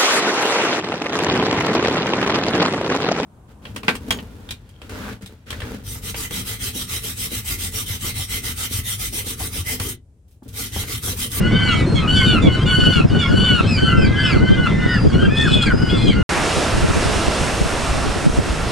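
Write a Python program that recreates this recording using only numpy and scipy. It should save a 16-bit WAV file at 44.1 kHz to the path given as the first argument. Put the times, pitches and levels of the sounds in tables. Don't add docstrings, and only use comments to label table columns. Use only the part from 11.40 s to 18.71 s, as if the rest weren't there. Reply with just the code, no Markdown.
import sys
import numpy as np
from scipy import signal
from scipy.fft import rfft, irfft, next_fast_len
from scipy.io import wavfile
from scipy.ndimage import uniform_filter1d

SR = 44100
rng = np.random.default_rng(int(sys.argv[2]) if len(sys.argv) > 2 else 0)


def store_pcm(level_fs):
    pcm = np.round(np.clip(level_fs, -1, 1) * 32767).astype(np.int16)
    wavfile.write(sys.argv[1], SR, np.atleast_2d(pcm).T)


def volts(x):
    e = np.asarray(x, float) / 20
    return 10 ** e


N = 322371
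T = np.arange(N) / SR
STEREO = np.array([[1], [-1]])

CUT_S = 4.8285, 4.8919
# time [s], wave level before a fixed lift [dB], wind rumble level [dB].
PIER = [(4.9, -25.5, -35.5), (5.22, -25, -34), (5.32, -27.5, -19), (5.6, -25.5, -24), (6.0, -26.5, -29),
        (6.42, -28.5, -27.5), (6.5, -28.5, -22.5), (6.8, -29.5, -29), (6.95, -30, -19.5),
        (7.05, -30, -25.5), (7.31, -30, -28.5)]


def colour(x, points):
    size = next_fast_len(N)
    hz, db = np.transpose(points)
    bins_hz = np.arange(size // 2 + 1) * SR / size
    gain = volts(np.interp(np.log(bins_hz + 1), np.log(hz), db))
    return irfft(rfft(x, size) * gain, size)[..., :N]


def unit(x):
    return x / np.sqrt(np.mean(x ** 2))


def walk(rate, size=N):
    hold = max(int(SR / rate), 1)
    steps = np.repeat(rng.standard_normal(size // hold + 1), hold)
    slewed = uniform_filter1d(uniform_filter1d(steps, hold), hold)
    return np.sqrt(2) * slewed[:size]


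def curve(table, column):
    table = np.array(table)
    return np.interp(T, table[:, 0], table[:, column])


def contour(s, length_s, held_hz, last_hz, db, flat, rise_s, fall_s, soft_db, spent_db):
    t = np.linspace(0, length_s, 60)
    early = np.exp(-t / rise_s)
    late = np.expm1(t / fall_s) / np.expm1(length_s / fall_s)
    hz = held_hz * (1 - flat * early) - (held_hz - last_hz) * late
    return np.transpose([s + t, hz, db - soft_db * early - spent_db * late])


def cry(points, lift_db, hoarse, close_db, harmonics_db, edge_s=0.013):
    s, hz, db = np.transpose(points)
    start = max(int((s[0] - edge_s / 2) * SR), 0)
    t = np.arange(start, int((s[-1] + edge_s / 2) * SR)) / SR
    size = len(t)
    glide = uniform_filter1d(np.interp(t, s, hz), size=600)
    fall_rate = -np.gradient(np.log(glide)) * SR
    strain = hoarse * (1 + np.clip(fall_rate / 1.8, 0, 2.2))
    pitch = glide * (1 + .003 * walk(60, size) + .02 * hoarse * walk(400, size))
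    harmonics_db = np.append(harmonics_db, harmonics_db[-1] - 3.5 * np.arange(1, 5 + 1))
    order = np.arange(len(harmonics_db))[:, None] + 1
    lift_db = lift_db - close_db * np.log2(glide.max() / glide)
    weight = volts(harmonics_db[:, None] + lift_db * np.log2(order))
    weight = weight / np.sqrt(np.sum(weight ** 2, axis=0))
    weight = weight * (order * pitch < SR / 3)
    flutter = np.array([volts(hoarse * (4 * walk(25, size) + 5 * walk(80, size))) for _ in order])
    flutter = flutter * volts(4.5 * hoarse * walk(60, size))
    flutter = flutter / np.sqrt(np.mean(flutter ** 2, axis=1, keepdims=True))
    phase = 2 * np.pi * np.cumsum(pitch) / SR
    tone = volts(4.5) * np.sum(weight * flutter * np.sin(order * phase), axis=0)
    rasp = 1 + strain / 2 * walk(900, size)
    air = volts(-23) * strain * np.diff(rng.standard_normal(size + 1))
    edge = np.clip(np.minimum(t - t[0], t[-1] - t) / edge_s, 0, 1)
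    return start, (tone * rasp + air) * edge * volts(np.interp(t, s, db))


def near_calls():
    # start [s], length [s], held pitch [Hz], last pitch [Hz],
    # relative level [dB] and, where given, bill opening as overtone lift [dB per octave].
    YELPS = [(0.0, 0.135, 1450, 1510, -27.5, 1), (.13, .22, 1560, 1222, -22, 1.5),
             (.32, .1, 1520, 1490, -33, 9), (.57, .1, 1341, 1214, -30, -6),
             (.675, .315, 1515, 1270, -19, 5), (1.07, 0.093, 1500, 1496, -22.5, 2.5),
             (1.19, .05, 1610, 1620, -29.5, 7), (1.26, .36, 1492, 1275, -18.5, 4),
             (1.7, .14, 1520, 1390, -26, 1.1), (1.84, .12, 1450, 1440, -28, -10),
             (1.91, .3, 1504, 1310, -19, 3.5), (2.23, 0.044, 1623, 1610, -31, 3),
             (2.37, .165, 1560, 1340, -22.5, 3), (2.45, .15, 1390, 1350, -24, -12),
             (2.46, .22, 1530, 1610, -27, -3), (2.76, .16, 1590, 1290, -23, 2.5),
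             (3.0, .16, 1530, 1600, -24.5, -2.5), (3.39, .21, 1497, 1324, -30, -4.5),
             (3.72, .18, 1490, 1218, -30, -1.5), (3.78, .09, 1600, 1600, -23, -4),
             (4.05, 0.2, 1520, 1324, -31, 0), (4.26, .07, 1698, 1383, -21.5, -15),
             (4.37, 0.21, 1490, 1286, -31.5, -5), (4.73, .1, 1430, 1440, -27, -6.5)]
    CLIMBS = [(3.17, .108, 1700, 1440, -24, -3), (2.63, .35, 1770, 1150, -29, -9),
              (3.9, .19, 1990, 1331, -27, -12)]
    MEWS = [(0.0, .43, 1021, 990, -36), (.11, .325, 1134, 1130, -33), (.96, .58, 1052, 1046, -38, -16),
            (2.48, 1.09, 1029, 945, -34), (4.43, .4, 1061, 1030, -41)]
    BARKS = [(.31, 0.055, 1100, 1058, -27), (.55, 0.048, 1125, 1060, -26), (.76, 0.071, 1163, 1060, -23),
             (.86, 0.068, 1244, 1143, -27.5), (1.02, 0.084, 1194, 1045, -26.5),
             (1.26, .08, 1190, 1062, -30), (1.52, 0.07, 1186, 1080, -31.5), (1.79, 0.08, 1188, 1080, -26),
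             (2.04, 0.086, 1195, 1090, -31)]
    WHISTLES = [(2.27, .12, 2760, 2200, -29, 1.5), (2.57, .1, 2760, 2240, -30),
                (2.83, .11, 2800, 2200, -31), (3.25, .25, 1790, 1800, -41),
                (3.48, .095, 1970, 1690, -26, -12), (3.885, .36, 2530, 2480, -33, -9),
                (4.255, .035, 2640, 2100, -26, -4), (4.575, .115, 2480, 2440, -39),
                (4.7, 0.04, 2480, 2030, -26, -5)]
    WAILS = [(3.945, .33, 869, 801, -26), (4.485, .25, 870, 754, -29, -3)]
    PIPES = [(.46, .18, 2150, 2005, -38), (2.21, .15, 2160, 2050, -42), (2.43, .05, 2150, 2130, -36),
             (3.49, .19, 2500, 2360, -38), (4.57, .15, 2110, 1960, -37), (4.32, 0.28, 2520, 2340, -39)]
    # flat start [share of pitch], rise [s], fall [s], soft start [dB], soft end [dB].
    birds = [(YELPS, (.05, .035, .045, 9, 1.5),
             1.5, 0.38, 30, [-3.6, -2.5, -18.5, -36, -33, -38, -37, -36]), (CLIMBS, (.15, .17, .026, 3, -5),
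             1.4, 0.3, 5, [-2, -4, -21, -35.5, -36]), (MEWS, (.025, 0.07, .09, 5, -2),
             -.5, 0.2, 5, [-21, -3, -29]), (BARKS, (0.0048, .012, .12, 5, 1.2),
             -6, 0.3, 180, [-38, -11.5, -2, -16, -22, -16, -22]), (WHISTLES, (.07, .025, .13, 4, -1.3),
             -.5, .33, 5, [-1, -5, -20, -26]), (PIPES, (.03, .025, .15, 3, 4),
             .5, 0.086, 5, [-28, -1, -30, -19]), (WAILS, (.075, .022, .09, 5, .4),
             0.45, 0.65, 5, [-35, -22, -15.5, 1, -15, -18, -27, -22, -20, -22])]
    calls = []
    for table, shape, pan_db, hoarse, close_db, harmonics_db in birds:
        for row in table:
            points = contour(*row[:5], *shape)
            lift_db = sum(row[5:])
            calls.append((points, lift_db, hoarse, close_db, harmonics_db, pan_db))
    return calls


def far_yelps():
    calls = []
    for when, high, long, loud, side in rng.random(size=(60, 5)):
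        s, hz, db = when * CUT_S[0], 1050 + 650 * high, -46 + 8 * loud
        top_s, end_s = s + 0.0189 + 0.0507 * long, s + .05 + .09 * long
        points = [(s, hz, db), (top_s, 1.04 * hz, db), (end_s, .88 * hz, db)]
        calls.append((points, 0, .6, 15, [-6, -8.0, -5.0, -18], 8 * (side - .5)))
    return calls


def stone_walls(voices):
    t = T[:SR // 2]
    decay = np.exp(-np.log(1000) * t / 0.14) * (t > .012)
    mid, side = rng.standard_normal((2, len(t))) * decay
    walls = (mid + 0.65 * side * STEREO) / np.sqrt(np.sum(mid ** 2))
    return volts(-9) * signal.fftconvolve(voices.mean(axis=0)[None], walls, axes=1)[:, :N]


def gulls():
    out = np.zeros((2, N))
    for *call, pan_db in near_calls() + far_yelps():
        start, voice = cry(*call)
        out[:, start:start + len(voice)] += voice * volts(STEREO * pan_db / 2)
    return out + stone_walls(out)


def wash(points, width, flicker_db):
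    out = 0
    for hz in 60 * 2. ** np.arange(9):
        band = [(hz / 2, -40), (hz / 2 ** .5, -3), (hz * 2 ** .5, -3), (hz * 2, -40)]
        mid, side = colour(rng.standard_normal((2, N)), band)
        out = out + volts(flicker_db * walk(12)) * (mid + width * side * STEREO)
    return unit(colour(out, points))


def harbour():
    # frequency [Hz], relative level [dB per Hz].
    harbour_spectrum = [(600, -1), (1470, 0.5), (2980, -10), (11000, -25.5)]
    return volts(-33.5) * wash(harbour_spectrum, width=0.38, flicker_db=0.68)


def wind():
    # time [s], rumble level [dB].
    slip = [(0, -17), (4.82, -15.5)]
    # frequency [Hz], gain [dB].
    rumble_mid = [(20, -10.5), (110, -1), (200, -5), (546, -24), (3000, -68)]
    # frequency [Hz], gain [dB].
    rumble_side = [(30, -16), (171, -3.5), (339, -12), (495, -16), (3000, -68)]
    # time [s], signed peak on the left [before the windward tilt], lull [s].
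    hits = [(0.427, -0.43, 0.063), (1.159, -0.37, .058), (1.509, 0.72, 0.033), (1.608, -1.1, 0.031),
            (2.21, -1.4, 0.026), (3.464, -1.3, 0.05), (3.924, -0.89, 0.029), (5.884, 0.82, 0.089),
            (6.9, -0.77, .035)]
    on_slipway = T < CUT_S[1]
    level = volts(np.where(on_slipway, curve(slip, 1), curve(PIER, 2)))
    eddies = walk(45)
    roll = colour(rng.standard_normal(N) * volts(2.17 * eddies), [(200, -1.5), (400, -7.5)])
    thuds = colour(unit(rng.standard_normal(N) * volts(5.5 * eddies)), [(120, -15), (300, 1)])
    mid = colour(roll + thuds, rumble_mid)
    mid = np.where(on_slipway, mid, colour(mid, [(60, 7.5), (200, -11.0)]))
    mid = unit(mid) * level
    spikes_db = 4.8 * eddies + 5.4 * walk(75) + 0.51 * walk(12)
    side = colour(rng.standard_normal(N) * volts(spikes_db), rumble_side)
    side = volts(0.64) * unit(side) * level
    awake, pops = np.ones(N), np.zeros(N)
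    for s, peak, lull_s in hits:
        lull = np.minimum((T - s) / .002, (s + lull_s + 0.014 - T) / 0.013)
        awake *= 1 - 0.94 * np.clip(lull, 0, 1)
        push = np.exp(-((T - s) / 0.00053) ** 2)
        swing = np.exp(-((T - s + 0.0026) / 0.0015) ** 2)
        pops += peak * (push - 0.16 * swing)
    windward = volts(np.where(on_slipway, .9, -.9) * STEREO / 2)
    return (mid + (side * awake + pops) * STEREO) * windward


def waves():
    # frequency [Hz], relative level [dB per Hz].
    wave_spectrum = [(60, 1.5), (500, 0), (1300, -5), (6970, -18.5), (12000, -20)]
    level_db = curve(PIER, 1) + 4.5
    pan_db = -1.55
    return volts(level_db + pan_db * STEREO / 2) * wash(wave_spectrum, width=0.31, flicker_db=0.81)


def scene():
    gale = wind()
    slipway = gulls() + harbour() + gale
    pier = waves() + gale
    return slipway * (T < CUT_S[0]) + pier * (T > CUT_S[1])


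def top_cut(x):
    return signal.sosfilt(signal.butter(12, 13340, fs=SR, output="sos"), x)


def record(dry):
    keep = np.exp(-1 / (0.023 * SR))
    power = signal.lfilter([1 - keep], [1, -keep], np.mean(dry ** 2, axis=0))
    threshold = volts(-19.5) ** 2
    gain = np.minimum(threshold / (power + 1e-12), 1) ** 0.21
    even = colour(dry * gain * volts(2.5), [(9000, 0), (11500, -11.5), (13000, -29)])
    return top_cut(np.clip(even, -1, 1))


dry = scene()
out = record(dry)
store_pcm(out)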